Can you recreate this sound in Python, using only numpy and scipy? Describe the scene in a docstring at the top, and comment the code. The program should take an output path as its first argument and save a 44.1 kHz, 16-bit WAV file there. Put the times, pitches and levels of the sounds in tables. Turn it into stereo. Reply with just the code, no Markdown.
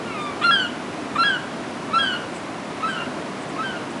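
"""A lawn between a fence and a house, in stereo, under a steady outdoor rush and a few faint puffs of hiss.
A distant bird wails once. Then an eagle, to the right of the microphones, screams five times, the last two
more weakly. Each scream opens with a rasp, scoops up to a low note, cracks into a higher register and sags,
turning hoarse. Fence and house throw both voices back, and a short diffuse tail follows."""
import sys
import numpy as np
from scipy import signal
from scipy.fft import rfft, irfft, next_fast_len
from scipy.io import wavfile
from scipy.ndimage import map_coordinates

SR = 44100
rng = np.random.default_rng(int(sys.argv[2]) if len(sys.argv) > 2 else 0)


def inscribe(sig):
    """Save sig as 16-bit PCM at rate SR to the path in sys.argv[1].

    A 1-D sig is mono; a 2-D sig holds one channel per row.
    Samples are clipped to [-1, 1] before scaling.
    """
    pcm = np.round(np.clip(np.atleast_2d(sig).T, -1, 1) * 32767)
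    wavfile.write(sys.argv[1], SR, pcm.astype(np.int16))


N = 176400

# Spectra of the rush, mid and side, and of the hiss: frequency_hz, relative_density_db
RUSH_MID = [(15, -70), (25, -41), (54, -25.5), (91, -14.5), (168, -5.5), (228, -3), (252, 0), (309, -2.5),
            (475, -9), (695, -6.5), (830, -11.5), (992, -9), (1610, -16.5), (2070, -17.5), (3030, -22.5),
            (3710, -26), (10800, -37.5), (14000, -110), (22000, -120)]
RUSH_SIDE = [(15, -73), (25, -59), (159, -14), (246, -6.5), (286, -7), (359, -3.5), (612, -1), (678, -1),
             (1380, -4), (1530, 0), (1730, -2.5), (3710, -10), (10800, -29.5), (14000, -65), (22000, -120)]
HISS_SPECTRUM = [(3000, -40), (6000, -19), (8000, 0), (9500, -12), (11000, -21)]
# Puffs of hiss: peak_s, half_width_s, level_db
PUFFS = [(0.23, .04, -49), (2.365, 0.023, -43), (2.905, 0.03, -43.5), (3.43, .015, -45), (3.497, .012, -46),
         (3.91, 0.0086, -45.5)]
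# Balance at the microphones: frequency_hz, left_minus_right_db
RUSH_BALANCE = [(60, -1.5), (130, -5), (260, -1), (550, -3.0), (1140, -3.5), (2370, -2.5), (4950, -4.5),
                (10300, -2.5)]
BIRD_BALANCE = [(1400, .5), (3000, -2.5), (8000, -4.5)]
# Phase of the direct sound between the microphones: frequency_hz, left_lead_rad
MIC_PHASE = [(100, 8.5), (1400, -1.83), (3000, -2.5), (5000, -2), (10000, -4.5)]
# Echoes off fence and house: delay_s, gain_db
WALL_ECHOES = [(.013, -11), (0.03, -32), (.048, -25), (.071, -37.5)]
# Decay of the diffuse tail: frequency_hz, t60_s
YARD_DECAY = [(500, 1), (1500, 0.66), (3200, 0.4), (9000, 0.4)]
# Course of the distant wail: time_s, pitch_hz, relative_db
WAIL_CONTOUR = [(.05, 1438, -34), (.1, 1375, -31.5), (0.139, 1295, -32), (0.178, 1207, -29),
                (0.251, 1196, -22), (.305, 1141, -32), (.34, 1141, -36)]
# Harmonics from the first up (the rasp's stand on half the pitch): relative_db
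WAIL_HARMONICS = [5, 1.5, -8, -23, -32, -24, -36]
RASP_HARMONICS = [-28, 6, -3, -0.5, -6, -13, -28, -43, -33, -35, -15, -25, -24]
LOW_HARMONICS = [2, -9, -11.5, -26, -32, -36, -38, -44]
HIGH_HARMONICS = [-1, -2, -21, -29.5, -29.5, -40.5, -46]
# The eagle's screams, levels relative: start_s, crack_s, end_s, low_hz, low_at_crack_hz, high_hz, hold_s,
# end_hz, sag_exponent, low_db, high_db, end_db, low_overtones_db, high_overtones_db, rasp_db, rasp_rise_s,
# hoarseness (0-1), direct_db
SCREAMS = [(0.427, 0.51, .67, 1436, 1354, 1662, 0.01186, 1407, .92, -10, -10, -20.5, -2, 2.5, -22.5, 0.025, 0.07, 1.5),
           (1.173, 1.236, 1.374, 1376, 1357, 1657, 0.038, 1425, 0.91, -11, -9, -16.5, 1, -4, -23, .011, 0.07, 0),
           (1.924, 1.985, 2.16, 1329, 1357, 1631, 0.033, 1420, 0.71, -7, -10, -15.5, -2.5, 1, -29, 0.013, 0.15, -4.5),
           (2.817, 2.882, 3.035, 1304, 1317, 1569, 0.0258, 1342, .72, -12.5, -14, -20.5, -3, -4, -29, 0.016, .5, -5.5),
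           (3.573, 3.632, 3.785, 1277, 1332, 1567, 0.034, 1384, 0.78, -18, -15.5, -27.5, -1.5, -4, -32, 0.015, 0.2, -3)]

WHISTLE_RATIO, WHISTLE_PEAK_S, WHISTLE_HALF_WIDTH_S = 1.68, 0.12, 0.054
ATTACK_S, RELEASE_S, CRACK_S = 0.023, 0.014, 0.0017
SCOOP_DEPTH, SCOOP_S = 0.1418, 0.00891  # depth as a share of the pitch
JITTER, RASP_JITTER, HOARSE_JITTER, WAIL_JITTER = 0.0052, 0.026, 0.034, 0.008  # shares of the pitch
ROUGH, CRACK_ROUGH, RASP_ROUGH = 0.011, 0.15, 0.34  # shares of the amplitude
SWELL_DB, SWELL_S = 6.5, 0.01  # the overtones swell after the crack
SHIMMER_DB, FLUTTER_DB = 0.7, 2.5
BEAK_HZ, BEAK_HALF_WIDTH_HZ, BEAK_DB = 3200, 144, 3  # the second harmonic falls through this resonance


def amp(db):
    """Decibels to gain."""
    return 10 ** (np.asarray(db) / 20)


def along(points, hz):
    """Interpolates (frequency_hz, value) points on a log axis."""
    knots_hz, values = np.transpose(points)
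    return np.interp(np.log(hz + 1), np.log(knots_hz + 1), values)


def wobble(rate):
    """A smooth random curve, rate knots a second."""
    return map_coordinates(rng.standard_normal(int(N * rate / SR) + 4), [np.arange(N) * rate / SR])


def ramp(t, length):
    """A smooth step from 0 to 1."""
    return np.sin(np.pi / 2 * np.clip(t / length, 0, 1)) ** 2


def filtered(x, response):
    """Filters x by a complex function of frequency."""
    size = next_fast_len(N + SR // 2)
    return irfft(rfft(x, size) * response(np.fft.rfftfreq(size, 1 / SR)), size)[..., :N]


def noise(spectrum):
    """Coloured noise of rms 1."""
    x = filtered(rng.standard_normal(N), lambda hz: amp(along(spectrum, hz)))
    return x / np.sqrt(np.mean(x ** 2) + 1e-20)


def panned(x, balance):
    """Sets left against right in level, band by band."""
    return filtered(x, lambda hz: amp(along(balance, hz) * np.array([[.5], [-.5]])))


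def outdoor_rush(mid_db=-30.5, side_db=-32.5):
    """A steady bed of noise, centred in the bass and wide in the treble."""
    mid = amp(mid_db + 0.24 * wobble(5.05)) * noise(RUSH_MID)
    side = amp(side_db + 0.79 * wobble(4.33)) * noise(RUSH_SIDE)
    return panned(np.array([mid + side, mid - side]), RUSH_BALANCE)


def hiss_puffs():
    """Short soft puffs of high hiss, with separate noise in each microphone."""
    t = np.arange(N) / SR
    level = sum(amp(db) * np.exp(-((t - peak_s) / width_s) ** 2) for peak_s, width_s, db in PUFFS)
    return level * np.array([noise(HISS_SPECTRUM), noise(HISS_SPECTRUM)])


def yard(straight, emitted, tail_db=-12):
    """What reaches the microphones: direct sound from the right, wall echoes and a diffuse tail."""
    direct = filtered(straight, lambda hz: np.exp(1j * along(MIC_PHASE, hz) * np.array([[.5], [-.5]])))
    skews_s = rng.uniform(-1, 1, (len(WALL_ECHOES), 2, 1)) / 2000  # echoes reach the two sides apart
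    echoes = filtered(emitted, lambda hz: sum(amp(db) * np.exp(-2j * np.pi * hz * (delay_s + skew_s))
                                              for (delay_s, db), skew_s in zip(WALL_ECHOES, skews_s)))
    hz, t, bands = signal.stft(rng.standard_normal((2, SR)), SR, nperseg=256)
    decay = amp(-60 * t / along(YARD_DECAY, hz)[:, None])
    tail = signal.istft(bands * decay, SR, nperseg=256)[1]
    diffuse = signal.fftconvolve(emitted[None], tail / np.linalg.norm(tail[0]), axes=1)[:, :N]
    return panned(direct + echoes + amp(tail_db) * diffuse, BIRD_BALANCE)


def voice(phase, harmonics, overtones_db=0, pitch_hz=0):
    """Harmonics that flutter more the higher they lie; given a pitch, the beak's resonance lifts them."""
    total = 0
    for k, db in enumerate(harmonics, 1):
        beak_db = BEAK_DB / (1 + ((k * pitch_hz - BEAK_HZ) / BEAK_HALF_WIDTH_HZ) ** 2)
        flutter_db = FLUTTER_DB * np.log(k) * wobble(54.8)[:len(phase)]
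        level = amp(db + overtones_db * (k > 1) + beak_db + flutter_db)
        total += level * np.sin(k * phase + k * k)  # k * k smears the pulses
    return np.sqrt(2) * total


def distant_bird(direct_db=-3, whistle_db=-25):
    """One thin falling wail, a second tone whistling early in it. Returns direct and emitted sound."""
    t = np.arange(N) / SR
    times_s, pitch_hz, level_db = np.transpose(WAIL_CONTOUR)
    pitch = np.interp(t, times_s, pitch_hz) * (1 + WAIL_JITTER * wobble(403))
    phase = 2 * np.pi * np.cumsum(pitch) / SR
    gate = ramp(t - times_s[0], RELEASE_S) * ramp(times_s[-1] - t, RELEASE_S)
    wail = amp(np.interp(t, times_s, level_db)) * gate * voice(phase, WAIL_HARMONICS)
    whistle_level = amp(whistle_db) * np.exp(-((t - WHISTLE_PEAK_S) / WHISTLE_HALF_WIDTH_S) ** 2)
    wail += whistle_level * np.sin(WHISTLE_RATIO * phase)
    return np.array([amp(direct_db) * wail, wail])


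def eagle():
    """A rasp, then a low note cracking into a high one that sags. Returns direct and emitted sound."""
    direct, emitted = np.zeros((2, N))
    waver, shake, shimmer, grit = wobble(220), wobble(450), amp(SHIMMER_DB * wobble(60)), wobble(1300)
    for (start_s, crack_s, end_s, low_hz, low_at_crack_hz, high_hz, hold_s, end_hz, sag_exponent,
         low_db, high_db, end_db, low_overtones_db, high_overtones_db,
         rasp_db, rasp_rise_s, hoarseness, direct_db) in SCREAMS:
        span = slice(int((start_s - ATTACK_S) * SR), int((end_s + RELEASE_S) * SR))
        t = np.arange(N)[span] / SR
        onset = ramp(t - start_s, ATTACK_S)
        sag = np.clip((t - crack_s - hold_s) / (end_s - crack_s - hold_s), 0, None)

        scoop = SCOOP_DEPTH * np.exp(-np.maximum(t - start_s, 0) / SCOOP_S)
        low_pitch = np.interp(t, [start_s, crack_s], [low_hz, low_at_crack_hz]) * (1 - scoop)
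        pitch = np.where(t < crack_s, low_pitch, high_hz + (end_hz - high_hz) * sag ** sag_exponent)
        shake_depth = HOARSE_JITTER * hoarseness * np.sqrt(sag + 0.26) + RASP_JITTER * (1 - onset)
        jitter = JITTER * waver[span] + shake_depth * shake[span]
        phase = 2 * np.pi * np.cumsum(pitch * (1 + jitter)) / SR

        # The rasp starts ahead of the note, an octave below it.
        rasp_shape = ramp(t - t[0], rasp_rise_s) * ramp(t[0] + 3 * rasp_rise_s - t, 2 * rasp_rise_s)
        rasp = amp(rasp_db) * rasp_shape * voice(phase / 2, RASP_HARMONICS)
        low_note = amp(low_db) * voice(phase, LOW_HARMONICS, low_overtones_db, pitch)
        swelling_db = high_overtones_db - SWELL_DB * np.exp(-np.maximum(t - crack_s, 0) / SWELL_S)
        high_level = amp(high_db + (end_db - high_db) * sag)
        high_note = high_level * voice(phase, HIGH_HARMONICS, swelling_db, pitch)
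        high_share = ramp(t - crack_s + CRACK_S / 2, CRACK_S)
        note = (1 - high_share) * low_note + high_share * high_note

        roughness = ROUGH + hoarseness * sag + CRACK_ROUGH * np.exp(-abs(t - crack_s) / CRACK_S)
        envelope = onset * ramp(end_s + RELEASE_S / 2 - t, RELEASE_S) * shimmer[span]
        scream = envelope * note * (1 + roughness * grit[span]) + rasp * (1 + RASP_ROUGH * grit[span])
        emitted[span] += scream
        direct[span] += amp(direct_db) * scream
    return np.array([direct, emitted])


def scene(birds_db=-5):
    """Both birds heard across the yard, over the background."""
    direct, emitted = eagle() + distant_bird()
    return amp(birds_db) * yard(direct, emitted) + hiss_puffs() + outdoor_rush()


def record(dry, top_hz=11050):
    """The microphone chain passes nothing above its band limit."""
    return filtered(dry, lambda hz: hz < top_hz)


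dry = scene()
out = record(dry)
inscribe(out)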